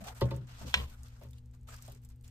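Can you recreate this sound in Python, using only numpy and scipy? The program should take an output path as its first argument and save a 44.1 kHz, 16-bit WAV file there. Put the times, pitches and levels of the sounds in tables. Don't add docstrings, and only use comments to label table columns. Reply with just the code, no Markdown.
import sys
import numpy as np
from scipy import signal
from scipy.fft import rfft, irfft
from scipy.io import wavfile
from scipy.ndimage import uniform_filter1d

SR = 44100
rng = np.random.default_rng(int(sys.argv[2]) if len(sys.argv) > 2 else 0)


def transcribe(u):
    v = np.clip(np.atleast_2d(u).T, -1, 1)
    q = np.round(v * 32767).astype(np.int16)
    wavfile.write(sys.argv[1], SR, q)


def nominal_scale(level):
    x = np.asarray(level, float) / 20
    return 10 ** x


N = 101429

# start_s, length_s, rustle_db, rub_re_rustle_db
STROKES = [(0, 0.018, -60, 1.5), (0.034, 0.045, -59, 0), (0.066, 0.025, -55, 2), (.11, 0.018, -70.5, 11.5),
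           (0.146, 0.068, -60.5, -2.5), (0.223, 0.098, -67, 8), (.33, 0.047, -69, 2.5),
           (0.403, 0.092, -76.5, 3), (0.468, 0.092, -67, -1.5), (0.526, 0.078, -67.5, -1),
           (0.578, .03, -63, -2.5), (0.608, 0.027, -58, -1.5), (0.654, 0.15, -58.5, -5),
           (0.771, 0.076, -59.5, -0.5), (.87, 0.068, -65.5, -2), (0.949, 0.12, -74, 1),
           (1.03, 0.072, -70.5, -4.5), (1.109, 0.16, -75, 0), (1.216, 0.022, -70.5, -7.5),
           (1.28, .1, -79, -6), (1.53, 0.014, -73.5, -2.5), (1.669, 0.075, -62, -1.5),
           (1.739, 0.16, -67.5, -4.5), (1.875, 0.088, -69, -3.5), (2.017, 0.04, -74, -7),
           (2.089, 0.022, -73.5, -3), (2.236, 0.048, -69.5, -6.5)]
# freq_hz, density_db_per_hz
FILM_SPECTRUM = [(600, -30), (1500, -7), (2600, -0.5), (5000, -4), (8300, -5), (12500, -8.5),
                 (14300, -10.5), (15600, -30)]
# freq_hz, density_db_per_hz
RUB_SPECTRUM = [(200, -28), (450, -4), (800, 0.5), (1500, -1), (2200, -10.5), (3500, -29)]
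# start_s, length_s, level_db,
# pitch_hz
SINGS = [(0, .04, -57, 650), (.727, .012, -54, 3300), (0, .03, -50, 200), (.63, .05, -55, 270),
         (.64, .04, -60, 500), (.198, .012, -58, 900), (0.049, 0.059, -54.5, 775), (.609, .03, -60, 680),
         (.61, .03, -60, 900), (.605, .05, -52, 190), (.745, .06, -49, 200), (.745, .025, -53, 490),
         (.79, .04, -54, 460), (.745, .02, -57, 690), (.037, .012, -60, 1250), (1.685, .05, -67, 650),
         (.22, .035, -47, 550), (0.674, .015, -61, 3000), (0.772, 0.062, -55.5, 1045),
         (0.911, 0.041, -70.5, 1396), (1.208, .02, -58, 620), (1.682, 0.065, -62, 1230),
         (1.698, 0.044, -64, 1530), (1.722, 0.037, -65.5, 4900), (1.685, 0.052, -65, 7500),
         (1.777, 0.022, -70, 1200), (1.877, .012, -55, 660), (1.919, 0.039, -68.5, 400)]
# pitch_hz, rms_db
HUM_LINES = [(26.9, -70), (59.2, -59), (118.4, -56), (242.2, -68.5), (360.7, -103), (479.1, -84),
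             (839.8, -91.5)]
# freq_hz, density_db_per_hz
AIR_SPECTRUM = [(20, 4), (45, -6.5), (68, 5.5), (95, -7), (300, -30), (900, -44.5), (2500, -48),
                (14000, -57)]
# start_s, peak_db, pitch_hz
TICKS = [(0.0416, -44.5, 8100), (0.0708, -35.5, 3700), (0.1486, -48, 9000), (0.2097, -28, 4400),
         (0.2564, -42, 3080), (0.3082, -44, 3900), (0.3633, -41, 7900), (0.4704, -53, 7760),
         (0.7407, -17, 3100), (1.0328, -46.5, 8000), (1.0838, -49, 4600), (1.2225, -57, 12000),
         (1.2351, -47, 11500), (1.3092, -46, 9800), (1.3833, -48.5, 3810), (1.4587, -57, 9500),
         (1.5119, -59, 7760), (1.6744, -58, 7630), (1.764, -43.5, 7940), (1.807, -57.5, 8340),
         (1.8233, -39.5, 9000), (1.8514, -49, 8510), (1.879, -42.5, 8600), (1.9207, -42.5, 12400),
         (2.036, -53, 12500), (2.049, -46, 8820), (2.0888, -49, 8610), (2.2108, -55, 8460),
         (2.2443, -48, 3800), (2.279, -46.5, 8700)]
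# start_s, peak_db, pitch_hz
MORE_TICKS = [(0.8992, -47, 4500), (0.9487, -66.5, 3480), (1.287, -58, 8340), (1.3324, -51, 3660),
              (1.549, -57, 7330), (1.611, -60, 9000), (1.198, -59, 10500), (1.632, -63, 9000),
              (2.12, -62, 9000), (1.213, -56, 2600), (.757, -38, 3600), (.762, -40, 2000),
              (1.862, -47, 8400), (1.921, -51, 3600), (1.707, -49, 7340), (1.742, -43, 8400),
              (.04, -46, 1300), (1.8986, -50, 8150), (1.9483, -48, 8060), (2.0175, -60, 12130),
              (2.1016, -53, 9500), (2.16, -58, 12300), (2.2254, -61, 12500), (2.239, -55, 3480)]
# start_s, peak_db, counter_boom_db, low_boom_db
KNOCKS = [(0.058, -50, -63, -54), (0.2085, -20.5, -20.5, -28), (0.3065, -31, -32, -34.5),
          (0.364, -48, -39.5, -84), (0.61, -52, -42.5, -64), (0.637, -52, -90, -34.5),
          (0.74, -46, -41, -29.5), (0.773, -52, -56, -37), (0.809, -50, -62, -37),
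          (1.208, -51, -44.5, -47.5), (1.24, -52.5, -51, -40.5), (1.873, -52, -43, -50.5)]
# pitch_hz, level_db, t60_s
PAN_MODES = [(250, 1.5, .09), (400, -6, .13), (550, -2, 0.15), (677, -15.5, 0.13), (905, -9, .12),
             (1070, -12, 0.15), (1190, -12, 0.063)]
# centre_hz, level_db, t60_s
THUD_BANDS = [(176, -4, 0.5), (266, -10.5, 0.25), (435, -6, 0.23), (725, -15.5, 0.15), (1060, -12, 0.1),
              (2236, -9, 0.072), (3600, -9.5, 0.11)]
# freq_hz, density_db_per_hz
SNAP_SPECTRUM = [(500, -31), (1000, 1.5), (1700, 8), (3000, 16), (4800, 0.5), (8000, -7), (9400, -13),
                 (14000, -44)]
# pitch_hz, level_db, t60_s
RIM_MODES = [(985, 17.5, 0.026), (1000, 4, 0.23), (1123, 2.5, .12), (1630, 20, .025), (1895, 4, 0.17),
             (2434, -2, 0.14), (3160, 5, .05), (3570, 1.5, .09), (3740, 10, 0.076), (4070, 4.5, .11),
             (4450, 8, 0.055), (4944, 10, .025), (7400, 0.5, 0.037), (8200, 4, .025)]
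# low_hz, high_hz
SIDE_GAPS_HZ = [(7650, 8700), (12300, 13600)]

STROKE_ATTACK_S, STROKE_RELEASE_T60_S = .012, .13
GRAINS_PER_S, SMOOTH_SHARE, CLUMP_DB = 4600, 1.4, 1.5
RUSTLE_SIDE_DB, PATCHY_DB = .9, 2
SING_Q, SING_FADE_S, SING_SIDE_DB = 5.1, .007, -4
HUM_WOBBLE_DB, AIR_DB, AIR_APART = 1.5, -54, .49
TICK_T60_S, TICK_TAIL_T60_S, TICK_TAIL_DB = .007, .04, -22
TICK_Q, TICK_WIDE_DB, TICK_TRIM_DB, TICK_DIFFUSE = 2.5, -6, .5, .65
FILM_LAG_S, NEAR_LAG_S, NEAR_BELOW_HZ = -.00014, .00024, 5000
PAN_TRIM_DB, PAN_DAMPING, THUD_DB = -6, .9, -12
PAN_LAG_S, PAN_SPREAD = .0001, .6
BOOM_HZ, BOOM_T60_S, LOW_HZ, LOW_T60_S, SWELL_S = 124.4, .38, 68.93, .23, .011
DAMPED_S, DAMPED_DB = .277, -6
LATE_S_AT_250_HZ = .0115
SNAP_S, SNAP_DB, SNAP_T60_S = .7413, -14, .017
SNAP_TAIL_DB, SNAP_TAIL_T60_S, TAIL_GRAIN_DB = -23.5, .25, 3.5
CREAK_S, CREAK_DB, REBOUND_S, REBOUND_DB = .014, -17, .7725, -24
RIM_DB, CRACK_DB, RIM_LAG_S, SNAP_DIFFUSE = -43.5, -8, -.000175, .45
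BASS_LEFT_DB = .8
MID_GAPS_HZ, GAP_LEAK_DB = [(9570, 11290)], -29
CUTOFF_HZ = 16600

TIME_S = np.arange(N) / SR
BINS_HZ = np.arange(N // 2 + 1) * SR / N
MID_TO_PORTS, SIDE_TO_PORTS = np.array([[1], [1]]), np.array([[1], [-1]])


def unit(x):
    return x / np.sqrt(np.mean(x ** 2) + 1e-20)


def butter(x, order, hz, kind="low"):
    return signal.sosfilt(signal.butter(order, hz, kind, fs=SR, output="sos"), x)


def colour(x, points):
    hz, db = np.transpose(points)
    gain_db = np.interp(np.log(BINS_HZ + 1), np.log(hz), db, left=-90)
    return irfft(rfft(x) * nominal_scale(gain_db), N)


def drift(rate_hz):
    r = np.exp(-2 * np.pi * rate_hz / SR)
    wander = signal.lfilter([1], [1, -2 * r, r * r], rng.standard_normal(2 * N))
    return unit(wander[N:])


def decay(t, t60_s):
    return nominal_scale(-60 * t / t60_s)


def dying(start_s, t60_s):
    t = TIME_S - start_s
    return (t >= 0) * decay(np.maximum(t, 0), t60_s)


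def ring(x, hz, t60_s):
    r, w = decay(1 / SR, t60_s), 2 * np.pi * hz / SR
    return signal.lfilter([0, np.sin(w)], [1, -2 * r * np.cos(w), r * r], x + 1e-18)


def pair(x, lag_s, diffuse):
    lagged = irfft(rfft(x) * np.exp(-2j * np.pi * BINS_HZ * lag_s), N)
    echoes = rng.standard_normal((2, 2000)) * decay(np.arange(2000), 2000)
    echoes[:, :40] = 0
    echoes /= np.sqrt(np.sum(echoes ** 2) / 2)
    wet = signal.fftconvolve(x[None], echoes, axes=1)[:, :N]
    return np.array([lagged, x]) + diffuse * wet


def patchy(x):
    position = np.clip(np.log2((BINS_HZ + 1) / 500) / .7, 0, 7)
    spectrum, out = rfft(x), 0
    for k in range(8):
        band = irfft(spectrum * np.clip(1 - abs(position - k), 0, 1), N)
        out = out + nominal_scale(PATCHY_DB * drift(9.5)) * band
    return out


def rustle():
    film_power, rub_power = 0, 0
    for start_s, length_s, db, rub_db in STROKES:
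        attack = np.clip((TIME_S - start_s) / STROKE_ATTACK_S, 0, 1)
        release = decay(np.maximum(TIME_S - start_s - length_s, 0), STROKE_RELEASE_T60_S)
        film_power = film_power + (nominal_scale(db) * attack * release) ** 2
        rub_power = rub_power + (nominal_scale(db + rub_db) * attack * release) ** 2
    grains = unit((rng.random(N) < GRAINS_PER_S / SR) * 1.)
    grain_level = uniform_filter1d(grains, size=9) * 3 + SMOOTH_SHARE
    clump = nominal_scale(CLUMP_DB * drift(39.0))
    film = unit(clump * colour(grain_level * rng.standard_normal((2, N)), FILM_SPECTRUM))
    rub = unit(clump * colour(rng.standard_normal((2, N)), RUB_SPECTRUM))
    mid, side = patchy(np.sqrt(film_power) * film + np.sqrt(rub_power) * rub)
    return mid + nominal_scale(RUSTLE_SIDE_DB) * side * SIDE_TO_PORTS


def sings():
    out = np.zeros((2, N))
    noise = rng.standard_normal((2, N)) * nominal_scale(2.6 * drift(60.))
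    for start_s, length_s, db, hz in SINGS:
        span = slice(int(start_s * SR), int((start_s + length_s + 3 * SING_FADE_S) * SR) + 1)
        t = np.arange(span.stop - span.start) / SR
        b, a = signal.iirpeak(hz, SING_Q, SR)
        once = signal.lfilter(b, a, noise[:, span])
        mid, side = unit(signal.lfilter(b, a, once))
        fade_out_s = (length_s - t) / 3 + SING_FADE_S
        shape = np.clip(np.minimum(t, fade_out_s) / SING_FADE_S, 0, 1)
        out[:, span] += nominal_scale(db) * shape * (mid + nominal_scale(SING_SIDE_DB) * side * SIDE_TO_PORTS)
    return out


def fridge():
    lines = 0
    for hz, db in HUM_LINES:
        level = np.sqrt(2) * nominal_scale(db + HUM_WOBBLE_DB * drift(6.5))
        lines = lines + level * np.sin(2 * np.pi * hz * TIME_S + .84 * drift(4.75))
    air = unit(colour(rng.standard_normal((2, N)), AIR_SPECTRUM))
    mid, side = butter(air, 8, 14300)
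    side = butter(side, 2, 250, "high")
    return lines + nominal_scale(AIR_DB) * (mid + AIR_APART * side * SIDE_TO_PORTS)


def ticks():
    size = 4000
    out, t = np.zeros((2, N + size)), np.arange(size) / SR
    envelope = decay(t, TICK_T60_S) + nominal_scale(TICK_TAIL_DB) * decay(t, TICK_TAIL_T60_S)
    for start_s, db, hz in list(TICKS) + list(MORE_TICKS):
        if abs(start_s - SNAP_S) <= .004:
            continue
        burst = rng.standard_normal(size) * envelope
        crack = butter(burst, 2, .7 * hz, "high")
        tick = signal.lfilter(*signal.iirpeak(hz, TICK_Q, SR), burst) + nominal_scale(TICK_WIDE_DB) * crack
        row, at = int(hz < NEAR_BELOW_HZ), int(start_s * SR)
        out[row, at:at + size] += nominal_scale(db + TICK_TRIM_DB) * tick / np.abs(tick).max()
    far, near = out[:, :N]
    far = nominal_scale([[-.5], [.5]]) * pair(far, FILM_LAG_S, TICK_DIFFUSE)
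    near = nominal_scale([[-1], [1]]) * pair(near, NEAR_LAG_S, TICK_DIFFUSE)
    return far + near


def late(hz):
    return LATE_S_AT_250_HZ * np.sqrt(250 / hz)


def pan_rings(start_s, db):
    out, at = np.zeros(N), (start_s * SR).astype(int)
    for hz, level_db, t60_s in PAN_MODES:
        clicks = np.zeros(N)
        uneven_db = 1.5 * rng.standard_normal(len(start_s))
        clicks[at + int(late(hz) * SR)] = nominal_scale(db + level_db + PAN_TRIM_DB + uneven_db)
        out += ring(clicks, hz, PAN_DAMPING * t60_s)
    return out


def thuds(start_s, db):
    out = np.zeros(N)
    for hz, level_db, t60_s in THUD_BANDS:
        band = unit(butter(rng.standard_normal(N), 2, [hz / 1.29, hz * 1.29], "band"))
        kicks = np.zeros(N)
        kicks[((start_s + late(hz)) * SR).astype(int)] = nominal_scale(db + level_db + THUD_DB)
        out += band * signal.lfilter([1], [1, -decay(1 / SR, t60_s)], kicks + 1e-18)
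    return out


def counter_boom(start_s, hz, t60_s, levels_db):
    envelope = np.zeros(N)
    for s, db in zip(start_s, levels_db):
        damping = nominal_scale(DAMPED_DB * (s < DAMPED_S) * (TIME_S > DAMPED_S))
        envelope += nominal_scale(db) * dying(s + late(hz) - SWELL_S / 2, t60_s) * damping
    r = np.exp(-1 / (SWELL_S * SR))
    swell = signal.lfilter([1 - r], [1, -r], envelope)
    return swell * np.sin(2 * np.pi * hz * TIME_S + .5 * drift(9.87))


def knocks():
    start_s, db, boom_db, low_db = np.transpose(KNOCKS)
    pan = pan_rings(start_s, db) + thuds(start_s, db)
    boom = counter_boom(start_s, BOOM_HZ, BOOM_T60_S, boom_db)
    return pan, boom + counter_boom(start_s, LOW_HZ, LOW_T60_S, low_db)


def snap():
    click = np.zeros(N)
    click[int(SNAP_S * SR)] = 1
    click[int(REBOUND_S * SR)] = nominal_scale(REBOUND_DB + 9.5)
    rings = sum(nominal_scale(RIM_DB + db) * ring(click, hz, t60_s) for hz, db, t60_s in RIM_MODES)
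    crack = butter(np.roll(click, 20) - np.roll(click, 32), 2, [1000, 6000], "band")
    rings = butter(rings + nominal_scale(CRACK_DB) * crack, 2, 800, "high")
    rise = np.clip(1 - (SNAP_S - TIME_S) / CREAK_S, 0, 1) * (TIME_S < SNAP_S)
    creak = (nominal_scale(CREAK_DB) * rise) ** 2
    tail = nominal_scale(SNAP_TAIL_DB + TAIL_GRAIN_DB * drift(150.)) * dying(SNAP_S, SNAP_TAIL_T60_S)
    rebound = nominal_scale(REBOUND_DB) * dying(REBOUND_S, SNAP_T60_S)
    noise = unit(colour(rng.standard_normal(N), SNAP_SPECTRUM))
    return nominal_scale(SNAP_DB) * noise * (creak + dying(SNAP_S, SNAP_T60_S) + rebound + tail) + rings


def deaf(x, gaps_hz):
    inside = sum((BINS_HZ > low) & (BINS_HZ < high) for low, high in gaps_hz)
    return irfft(rfft(x) * np.where(inside, nominal_scale(GAP_LEAK_DB), 1), N)


def scene():
    film = rustle() + sings()
    pan, boom = knocks()
    bass = (boom + fridge()) * nominal_scale([[BASS_LEFT_DB], [-BASS_LEFT_DB]])
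    struck = pair(pan, PAN_LAG_S, PAN_SPREAD) + pair(snap(), RIM_LAG_S, SNAP_DIFFUSE)
    left, right = film + struck + bass
    mid = deaf((left + right) / 2, MID_GAPS_HZ)
    side = deaf((left - right) / 2, SIDE_GAPS_HZ)
    return mid * MID_TO_PORTS + side * SIDE_TO_PORTS + ticks()


def band_limit(x):
    return signal.sosfilt(signal.butter(12, 16400, fs=SR, output="sos"), x)


def record(dry):
    lowpass = signal.cheby2(10, 60, CUTOFF_HZ, fs=SR, output="sos")
    mix = signal.sosfilt(lowpass, dry)
    return band_limit(mix)


dry = scene()
out = record(dry)
transcribe(out)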